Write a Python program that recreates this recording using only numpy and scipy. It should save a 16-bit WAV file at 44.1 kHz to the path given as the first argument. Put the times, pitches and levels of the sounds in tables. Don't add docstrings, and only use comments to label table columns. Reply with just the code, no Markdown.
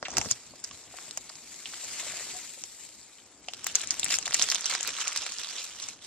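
import sys
import numpy as np
from scipy import signal
from scipy.fft import rfft, irfft
from scipy.io import wavfile
from scipy.ndimage import uniform_filter1d, minimum_filter1d

SR = 44100
rng = np.random.default_rng(int(sys.argv[2]) if len(sys.argv) > 2 else 0)


def ratio(d):
    e = np.asarray(d, float) / 20
    return 10 ** e


def to_wav(s):
    ch = np.atleast_2d(s).T
    pcm = np.round(np.clip(ch, -1, 1) * 32767)
    wavfile.write(sys.argv[1], SR, pcm.astype(np.int16))


N = 267246
SIDES = np.array([[1], [-1]])

# time_s, left_re_right_db
PLACE = [(0, -5.5), (.4, -2.5), (1.2, -0.5), (3.4, -1), (3.75, -1), (4.0, -0.1), (4.4, -2.5), (5.0, -3),
         (6.06, -2.5)]
# time_s, lead_us
LEAD = [(0, 68), (.35, 60), (.6, 10), (3.4, 10), (3.6, 68), (3.8, 66), (3.9, 28), (4.35, 30), (4.42, -8),
        (4.7, -5), (4.75, -35), (4.9, -40), (5.1, 0), (6.06, 0)]
# time_s, rustle_db, dullness_db
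FLOW = [(0, -62, -3.5), (.065, -44.5, 5.5), (.29, -43, -2.5), (.36, -47.5, 1), (.52, -51, 1),
        (.88, -51.5, 1), (1.44, -47.5, 0.7), (1.75, -40.5, 1), (2.01, -34.5, 2.5), (2.3, -37.5, 1),
        (2.68, -47.5, -1), (3.4, -56.5, 1.5), (3.63, -44, 5), (4.25, -45.5, 3), (4.8, -35, 6.5),
        (5.5, -41, 4.5), (5.74, -61, 4), (5.98, -71, 3)]


def evened(x):
    return x / np.sqrt(np.mean(x ** 2) + 1e-20)


def read(points, hz):
    f, value = np.transpose(points)
    return np.interp(np.log(hz + 1), np.log(f + 1), value)


def follow(points, s):
    return np.interp(s, *np.transpose(points))


def highpass(x, hz):
    return signal.sosfilt(signal.butter(2, hz, "high", fs=SR, output="sos"), x)


def add(mix, s, sound):
    part = mix[:, round(s * SR):][:, :sound.shape[1]]
    part += sound[:, :part.shape[1]]


def coloured(x, level_db):
    # freq_hz, likeness
    likeness = [(30, .6), (130, .72), (640, .93), (1500, .95), (3100, .68), (6800, .3), (15000, .4)]
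    hz, t, z = signal.stft(x, SR, nperseg=512, noverlap=384)
    same = np.clip(read(likeness, hz), -1, 1)[:, None]
    z = np.array([z[0], same * z[0] + np.sqrt(1 - same ** 2) * z[1]])
    z = z * ratio(level_db(hz[:, None], t))
    return signal.istft(z, SR, nperseg=512, noverlap=384)[1][:, :N]


def ring(t, hz, t60, kick):
    mode = ratio(-60 * t / t60) * np.sin(2 * np.pi * hz * t)
    x = np.convolve(kick, mode)[:len(t)]
    return x / abs(x).max()


def arrive(s, sound, lead_us):
    hz = np.fft.rfftfreq(sound.shape[1], 1 / SR)
    shift = np.exp(1j * np.pi * hz * 1e-6 * lead_us * SIDES)
    early = 8
    return s - early / SR, irfft(rfft(np.roll(sound, early, axis=1)) * shift, sound.shape[1])


def snap(s, peak_db, hz, body_db, pan_db):
    t, luck = np.arange(700) / SR, rng.random(3)
    noise = rng.standard_normal((4, len(t)))
    bright = min(0.48 + hz / 7500, 1.2)
    kick = noise[0] * ratio(-60 * t / .0035) * np.minimum(t / .0003, 1)
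    brittle = noise[3] * ratio(-60 * t / 0.0022)
    edge = np.diff(kick + 0.94 * brittle, n=2, prepend=[0, 0])
    tick = .12 * bright * edge + .3 * kick + .7 * ring(t, hz, 7.5 / hz, kick[:40])
    body = ring(t, min(hz, 1900 + 1300 * luck[0]), .0024, kick[:30])
    body = body + .4 * ring(t, 1200 + 900 * luck[1], .003, kick[:30])
    thump = ring(t, 600 + 500 * luck[2], 0.01, kick[:30])
    chatter_shape = ratio(-14.0 - 60 * t / 0.015) * np.minimum(t / 0.0008, 1)
    chatter = np.diff(noise[1:3], prepend=0) * bright * chatter_shape
    aim = ratio(.5 * SIDES * pan_db)
    sound = aim * (tick + chatter) + aim ** 0.55 * ratio(body_db - 3.0) * (body + ratio(-13.5) * thump)
    return s - .0006, ratio(peak_db - 4.0) * sound


def effort_db(t):
    # start_s, level_db
    jolts = [(0.174, -34), (0.302, -37.5), (.645, -43.5), (3.487, -48), (3.669, -30), (3.756, -28.5),
             (3.911, -34), (4.26, -35.5), (4.345, -29.5), (5.162, -31), (5.389, -33)]
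    # middle_s, level_db, length_s
    squeezes = [(0.762, -49.5, 0.27), (1.02, -43.5, 0.33), (1.203, -54, 0.33), (2.838, -48, 0.18),
                (3.826, -37.5, 0.1), (4.052, -39.5, 0.78), (4.133, -26.5, 0.13), (4.414, -30.5, 0.2),
                (4.523, -32, 0.23), (4.653, -35, 0.053), (4.721, -27.5, 0.16), (4.885, -28, 0.058),
                (5.012, -30.5, 0.1), (5.187, -38.5, 0.78), (5.594, -36, 0.44), (5.845, -39, 0.33),
                (6.06, -42.5, 0.16)]
    rise_s, fall_db_per_s = 0.011, 237
    depth_db = 25
    power = ratio(2 * np.interp(t, *np.transpose(FLOW)[:2]))
    for s, db in jolts:
        onset = np.clip((t - s) / rise_s + 1, 0, 1) ** 2
        power = power + onset * ratio(2 * (db - fall_db_per_s * np.maximum(t - s, 0)))
    for s, db, length in squeezes:
        off_middle = np.minimum(abs(t - s) * 2 / length, 9)
        power = power + ratio(2 * (db - depth_db * off_middle ** 2.22))
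    return 10 * np.log10(power)


def creases():
    start_s, creases_per_s = 3.65, 80
    luck = rng.random((400, 4))
    s = start_s + np.cumsum(-np.log(luck[:, 0])) / creases_per_s
    peak_db = effort_db(s) + 0.5 * np.log(luck[:, 1])
    rows = np.transpose([s, peak_db, 2500 + 5000 * luck[:, 2], -25 + 25 * luck[:, 3]])
    return rows[s < N / SR]


def snaps(tub):
    # time_s, snap_peak_db, ring_hz, wall_body_re_snap_db
    buckles = [(.028, -31, 1500, 14.5), (.0555, -37, 2150, 7), (.084, -29, 5670, 7), (.1045, -29, 5950, -17),
               (.1399, -32, 1940, 3), (.17, -10, 6250, -2), (.1827, -9.5, 5960, -1), (.2145, -19, 6800, 3.5),
               (.2526, -28.5, 5800, -17), (.2597, -31.5, 5560, 11.5), (.313, -9.5, 6700, -38),
               (.322, -20, 5000, -18), (.641, -23, 7240, -12), (.6455, -22.5, 7100, -15),
               (.712, -33, 2580, 3), (.9871, -33, 1930, 7.5), (1.11, -29.5, 3730, -34),
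               (1.1745, -19, 7140, -1), (1.2942, -27.5, 4600, -8), (1.2975, -32.5, 4300, -5),
               (1.3005, -35.5, 1300, 5), (.9395, -43, 1500, 4), (.913, -43, 1800, 4), (1.663, -35, 2800, 5),
               (1.7373, -35, 1290, 11), (2.0033, -25, 7190, -1), (2.6383, -29.5, 3240, 5),
               (3.2011, -37, 3000, -12),
               (3.486, -28, 2820, 11.5), (3.536, -20, 3440, -32), (3.644, -21.5, 7100, -14),
               (3.668, -21, 7150, -11), (3.751, -35, 4830, 8.5), (3.755, -4, 7000, -42),
               (3.797, -23, 6300, -24), (3.8154, -19, 7700, -27), (3.8735, -25, 7350, -13),
               (3.9076, -9.5, 6740, -39), (3.9967, -12.5, 8060, -37), (4.0321, -19.5, 3350, 3.5),
               (4.045, -13, 8800, -22), (4.0538, -17, 7450, -13), (4.063, -23.5, 2500, 6.5),
               (4.0837, -21, 6760, -7), (4.1045, -14.5, 4400, -8), (4.11, -22.5, 4900, 7),
               (4.142, -13, 4830, -1), (4.187, -15.5, 7850, 1), (4.226, -38, 4850, 3),
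               (4.2574, -22, 7440, 0), (4.2788, -15.5, 7500, 1), (4.3095, -23, 7360, 5.5),
               (4.3293, -18.5, 3320, 0), (4.338, -16, 8300, -29), (4.3442, -4, 7760, -16),
               (4.3445, -14, 7130, -15),
               (4.392, -19, 3920, -15), (4.396, -9.5, 3630, -13), (4.4164, -7.5, 3370, -24),
               (4.424, -6.5, 6400, -13), (4.432, -12.5, 8200, 1), (4.4385, -16, 2720, -31),
               (4.465, -27, 4700, -25), (4.4885, -13, 3970, -37), (4.501, -11.5, 5230, -42),
               (4.5161, -12, 5230, -36), (4.5468, -11.5, 5430, -38), (4.557, -10.5, 3000, -26),
               (4.5973, -26, 4570, -1), (4.6097, -22, 7250, -11), (4.644, -17.5, 4230, -31),
               (4.6579, -12, 6000, -42), (4.698, -17, 7900, -4), (4.7267, -20, 1470, 2),
               (4.7512, -16.5, 4700, 4.5), (4.809, -19, 7800, 2.5), (4.8302, -18, 6800, -32),
               (4.8492, -18, 1360, -24), (4.876, -20.5, 5740, -21), (4.918, -36, 5300, -3),
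               (4.944, -32, 2580, -4), (4.968, -41, 3500, -12), (4.986, -18, 1420, -23),
                (5.014, -16, 3000, -20), (5.0734, -11, 2480, -30), (5.0803, -16, 6400, -12),
                (5.13, -23.5, 5860, -14), (5.162, -11, 3900, -13), (5.1745, -16, 6040, -26),
                (5.2648, -16.5, 3740, -6), (5.321, -23, 6350, -28), (5.3851, -23.5, 5750, -29),
                (5.3963, -19.5, 3200, -35), (5.4456, -20, 3480, -33), (5.489, -39, 5570, -23),
                (5.564, -27, 5150, -27), (5.6424, -26.5, 5200, -23), (5.8, -24, 4100, -33),
                (5.826, -33, 5700, -30), (5.887, -23, 7400, -6),
               (0.052, -44, 4130.0, -6), (0.248, -21.5, 1030.0, -8), (0.2885, -28, 5510.0, -8),
                (0.307, -23, 5680.0, -20), (0.3106, -17, 6370.0, -4.5), (1.1102, -23.5, 3500, -16),
                (1.3554, -35, 5200, -2), (1.533, -38, 2410.0, -14), (1.5428, -34, 5000.0, -2),
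                (1.7428, -23, 3080, -12), (1.9304, -40, 3790.0, -12), (.878, -41, 3000.0, -4),
                (3.014, -38.5, 4310.0, -17), (3.03, -40, 4600.0, -18), (3.4494, -41, 4130.0, -17),
                (3.5357, -25, 3260, -20), (3.546, -30, 4310.0, -6), (3.6442, -29, 6720.0, 0),
                (3.6676, -15.5, 2250, -3.5), (3.6988, -25, 3100.0, -8), (3.8108, -22.5, 3470, -12),
                (4.0311, -19, 3620.0, -24), (4.108, -15, 4800, -4), (4.2275, -31.5, 4820.0, 6),
                (4.3037, -31, 4130.0, -14), (4.322, -21.5, 3960.0, -3), (4.4412, -15, 3620.0, -18),
                (4.457, -25, 4130.0, -12), (4.463, -32, 4480.0, -12), (4.522, -7.5, 2700, -30),
                (4.5631, -20, 4480.0, -10), (4.6211, -35, 5680.0, -12), (4.664, -19, 4900, -12),
                (4.6865, -29, 3300, -8), (4.905, -23, 4050, -12), (4.944, -34, 2600, -10),
                (4.9677, -20, 3470, -13), (5.124, -19.5, 3050, -9), (5.2118, -36, 3270.0, -16),
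                (5.2918, -25, 2580.0, -12), (5.396, -31, 2900, -22), (5.4154, -26, 4310.0, -15),
                (5.4344, -21, 3790.0, -19), (5.4887, -25.5, 4480.0, -19), (5.509, -28, 4310.0, -2),
                (5.7637, -38, 4650.0, -1), (5.8622, -41, 3960.0, -12), (5.991, -38, 2980.0, -8)]
    pan_spread_db, lead_spread_us = 2, 12
    for row in [*buckles, *creases()]:
        side = rng.standard_normal()
        sound = snap(*row, follow(PLACE, row[0]) + pan_spread_db * side)
        add(tub, *arrive(*sound, follow(LEAD, row[0]) + lead_spread_us * side))


def needle(s, peak_db):
    t60_s, low_hz = 0.0019, 15100
    t = np.arange(200) / SR
    top = highpass(rng.standard_normal((2, len(t))) * ratio(-60 * t / t60_s), low_hz)
    return s - .0005, ratio(peak_db) * top / abs(top).max()


def needles(tub):
    # time_s, peak_db
    cracks = [(0.1709, -17), (0.1831, -2), (0.215, -19.5), (.641, -18), (1.175, -18), (3.6441, -16),
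              (3.67, 0), (3.7564, -15), (3.9984, -14), (4.0445, -7), (4.2796, -26), (4.6095, -22),
              (4.876, -6), (5.6417, -14), (.313, -36), (5.625, -38), (5.655, -28), (5.765, -35),
              (5.778, -37), (4.34, -13), (4.424, -18), (4.501, -15)]
    for row in cracks:
        add(tub, *needle(*row))


def scrape(s, level_db, hz, length):
    sag, q, fade_db, slips_per_s = 0.33, 1.96, -10, 1500
    t = np.arange(3000) / SR
    u = np.minimum(t / length, 1)
    size = ratio(3.7 * rng.exponential(1, len(t)))
    slipping = rng.random(len(t)) < slips_per_s / SR
    slips = rng.standard_normal(len(t)) * (0.29 + size * slipping)
    turn = np.exp(2j * np.pi * np.cumsum(hz * (1 + sag * (.5 - u))) / SR)
    r = np.exp(-np.pi * hz / q / SR)
    x = (turn * signal.lfilter([1], np.convolve([1, -r], [1, -r]), slips / turn)).real
    shape = np.minimum(t / 0.0012, 1) * ratio(fade_db * u - 6100 * np.maximum(t - length, 0))
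    return s, ratio(level_db) * evened(x) * shape * np.ones((2, 1))


def scrapes(tub):
    # start_s, level_db, centre_hz, length_s
    drags = [(0.051, -32.5, 2130, 0.02), (0.105, -55, 5670, 0.042), (0.31, -44, 5000, 0.01),
             (0.837, -59.5, 4500, 0.012), (1.655, -44.5, 2580, .025), (1.925, -54, 2400, .02),
             (1.994, -47, 2280, 0.039), (2.075, -46, 2500, .045), (2.17, -45, 2180, 0.059),
             (2.297, -50, 2300, .04), (3.183, -52, 2450, .012), (3.488, -49.5, 2470, 0.024),
             (4.04, -41, 7000, .005), (4.107, -32, 2120, 0.045), (4.15, -34, 5450, 0.0057),
             (4.26, -32, 3460, 0.0091), (4.344, -28.5, 2280, 0.011), (4.41, -34, 3500, .008),
             (4.722, -44, 1410, 0.026), (4.981, -37, 1310, .015), (5.205, -44, 2960, 0.043),
             (5.438, -44, 3000, 0.029), (5.579, -42, 3180, 0.043), (5.821, -48.5, 5570, 0.027),
             (0.224, -55, 5500, .06), (5.05, -40, 1290, 0.055), (5.389, -50, 1270, 0.056)]
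    for row in drags:
        add(tub, *arrive(*scrape(*row), follow(LEAD, row[0])))


def rustle():
    # freq_hz, level_db
    grain = [(80, -36), (130, -9), (220, -4), (400, 2.5), (1000, -2.5), (1600, -3.5), (2300, 1), (3200, -1),
             (4300, -1), (5500, -3.5), (7500, -6), (11000, -4.5), (12300, 1), (14400, -3), (15300, -36)]
    # freq_hz, lift_db
    dull = [(600, 0.79), (1500, 1.5), (3500, -0.1), (7000, -0.7), (14000, -2)]
    # freq_hz, level_db
    pouring = [(150, 7.5), (500, 1), (1500, 1), (2250, 1.5), (3300, -2.5), (4400, -1.5), (5700, -5),
               (7500, 2.5), (9000, -0.55)]
    # freq_hz, level_db
    squeezed = [(800, -2.5), (1250, 0.5), (1900, -3), (3300, 2), (5000, -2.5), (7500, 1.5)]
    poured_s = 3.45
    s, _, dull_db = np.transpose(FLOW)
    t = np.arange(N) / SR
    coarse_db = np.interp(t, [3.3, 3.6], [2.2, 3.5])
    size = ratio(coarse_db * np.minimum(rng.exponential(1, N), 4.5))
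    clicks = size * (rng.random(N) < 3500 / SR)
    clumps = ratio(2.07 * evened(uniform_filter1d(rng.standard_normal(N), 700)))
    decay = ratio(-120 * np.arange(400) / SR / .0035)
    power = signal.oaconvolve((clicks * clumps) ** 2, decay)[:N]
    power = np.where(t < poured_s, .5, .15) + power / uniform_filter1d(power, 3000)
    x = np.sqrt(abs(power)) * rng.standard_normal((2, N))
    patches = uniform_filter1d(rng.standard_normal((257, N // 128 + 9)), 6, 0)
    patches = evened(uniform_filter1d(patches, 12, 1))

    def field(hz, at_s):
        notes = np.where(at_s < poured_s, read(pouring, hz), read(squeezed, hz))
        dulled = read(dull, hz) * np.interp(at_s, s, dull_db)
        patchy = np.where(at_s < poured_s, 1.8, 2.3) * patches[:, :len(at_s)]
        return read(grain, hz) + notes + dulled + patchy

    level_db = effort_db(t) - 4.0 + .55 * SIDES * follow(PLACE, t)
    return coloured(x, field) * ratio(level_db)


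def knock(s, peak_db, hz, cycles=12):
    t = np.arange(2600) / SR
    push = np.sin(2 * np.pi * hz * t[:130]) + .2 * rng.standard_normal(130)
    push = push * np.hanning(130)
    sound = ring(t, hz, cycles / hz, push) + 1.24 * ring(t, 1.8 * hz, 6 / hz, push)
    return s + 0.00614, ratio(peak_db - 5.0 - 0.38 * follow(PLACE, s) * SIDES) * sound


def knocks(low):
    # time_s, peak_db, ring_hz
    blows = [(0.0205, -25, 620), (0.109, -36, 700), (0.0765, -22.5, 770), (0.126, -30.5, 980),
             (0.176, -17.5, 890), (0.187, -40, 900), (0.209, -22.5, 890), (0.25, -24.5, 284),
             (0.26, -27, 234), (0.306, -34.5, 122), (0.53, -34, 620), (0.706, -37, 1160),
             (0.934, -32.5, 746), (0.979, -37, 1160), (1.073, -39, 640), (1.168, -32.5, 660),
             (1.3, -43, 685), (1.732, -46, 1070), (1.828, -41, 656), (2.06, -31.5, 596), (2.19, -42, 1940),
             (2.13, -31, 393), (2.2, -34.5, 614), (2.33, -33, 413), (2.569, -37.5, 530),
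             (3.477, -28.5, 790), (3.657, -45, 1110), (3.75, -54, 1090), (3.9, -33, 710), (4.263, -28, 800),
             (4.428, -50, 1100), (4.558, -49, 816), (4.731, -38, 1110), (5.153, -30, 1050)]
    # time_s, peak_db, ring_hz, ring_cycles
    booms = [(0.021, -32.5, 262, 6.7), (0.08, -35, 298, 6), (0.165, -23.5, 1460, 9), (2.089, -46, 151, 10),
             (2.22, -48, 161, 10), (2.343, -34, 735, 82), (1.828, -47, 675, 32), (2.022, -32.5, 700, 22),
             (4.721, -30, 1300, 40), (4.99, -42, 1340, 40), (5.049, -35, 1280, 40)]
    for row in [*blows, *booms]:
        add(low, *knock(*row))


def tank(x):
    # freq_hz, t60_s
    tank_decay = [(300, 0.087), (1500, 0.038), (5000, 0.046), (12000, 0.016)]
    taps = np.zeros((2, 8192))
    places = np.arange(60, 8160, 20) + rng.integers(0, 20, (2, 405))
    np.put_along_axis(taps, places, rng.choice([-1., 1.], places.shape), 1)
    hz, t, z = signal.stft(taps, SR, nperseg=128)
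    tail = signal.istft(z * ratio(-60 * t / read(tank_decay, hz)[:, None]), SR, nperseg=128)[1]
    return signal.fftconvolve(x, tail / np.linalg.norm(tail[0]), axes=1)[:, :N]


def room_tone():
    # time_s, level_db
    hands = [(0, -58.5), (.05, -58.5), (.18, -38.5), (.31, -51), (.42, -59.5), (.9, -56.5), (1.5, -59.5),
             (2.2, -57), (2.5, -61), (3.1, -60.5), (3.6, -57), (3.9, -53), (4.15, -51), (4.36, -53),
             (4.43, -54.5), (4.52, -58.5), (5.3, -63), (6.06, -57.5)]
    # freq_hz, density_db_per_hz
    hum = [(15, -57), (35, -19), (75, 0.5), (160, -5.5), (250, 5), (340, 2.5), (430, -3.5), (700, -6),
           (1500, -16.5), (4000, -53)]
    t = np.arange(N) / SR
    lumps = uniform_filter1d(rng.standard_normal(N // 128 + 9), 12)
    lumps = evened(uniform_filter1d(lumps, 8))

    def field(hz, at_s):
        return read(hum, hz) + 3.5 * lumps[:len(at_s)] * (hz < 300)

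    x = coloured(rng.standard_normal((2, N)), field)
    return evened(x) * ratio(follow(hands, t) + 5.5 - 0.7 * follow(PLACE, t) * SIDES)


def air():
    level_db, low_hz = -72, 9500
    return ratio(level_db) * highpass(rng.standard_normal((2, N)), low_hz)


def scene():
    tub, low = np.zeros((2, 2, N))
    snaps(tub)
    needles(tub)
    scrapes(tub)
    knocks(low)
    tub = low + highpass(tub, 450)
    return tub + ratio(-10) * tank(tub) + rustle() + room_tone() + air()


def causal(points):
    log_gain = np.log(ratio(read(points, abs(np.fft.fftfreq(4096, 1 / SR)))))
    return np.fft.ifft(np.exp(np.conj(signal.hilbert(log_gain)))).real[:2048]


def microphones(dry):
    # freq_hz, gain_db
    left_port = [(30, -1.5), (300, -10.5), (2500, 2.5), (4500, 4.5), (6200, 14), (7400, 19), (8800, 9.5),
                 (11000, 0.5), (14000, -8.5), (16500, -17.5)]
    # freq_hz, gain_db
    right_port = [(30, -0.5), (300, -11.5), (2500, 0), (4500, 10), (5800, 15.5), (7000, 8.5), (8800, 0),
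                  (11000, -8), (14000, -43.5), (16500, -43.5)]
    # freq_hz, gain_db
    side_gain = [(150, -2), (500, -1.5), (1400, -0.5), (2000, -4.5), (2800, 0.5)]
    ports = np.array([causal(left_port), causal(right_port)])
    heard = highpass(signal.oaconvolve(dry, ports, axes=1)[:, :N], 48)
    side = (heard[0] - heard[1]) / 2
    lost = side - irfft(rfft(side) * ratio(read(side_gain, np.fft.rfftfreq(N, 1 / SR))), N)
    return heard - lost * SIDES


def masked(x):
    quiet_db = -90
    hz, t, z = signal.stft(x, SR, nperseg=512, noverlap=384)
    hz = hz[:, None]
    power = (abs(z) ** 2).mean(0)
    nearby_db = -minimum_filter1d(-10 * np.log10(power.sum(0) + 1e-12), size=9)
    band = uniform_filter1d(uniform_filter1d(power, size=9, axis=0), size=3, axis=1)
    band_db = 10 * np.log10(band + 1e-16)
    audible = band_db > np.maximum(.8 * (nearby_db + 40) - 83.0, quiet_db)
    keep = (hz < 9000) | ((hz < 16300) & audible)
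    return signal.istft(z * keep, SR, nperseg=512, noverlap=384)[1][:, :N]


def band_limit(x):
    return signal.sosfilt(signal.butter(12, 16500, fs=SR, output="sos"), x)


def record(dry):
    heard = microphones(dry)
    heard = .7 * np.tanh(heard / .7)
    heard = masked(heard)
    return band_limit(heard)


dry = scene()
out = record(dry)
to_wav(out)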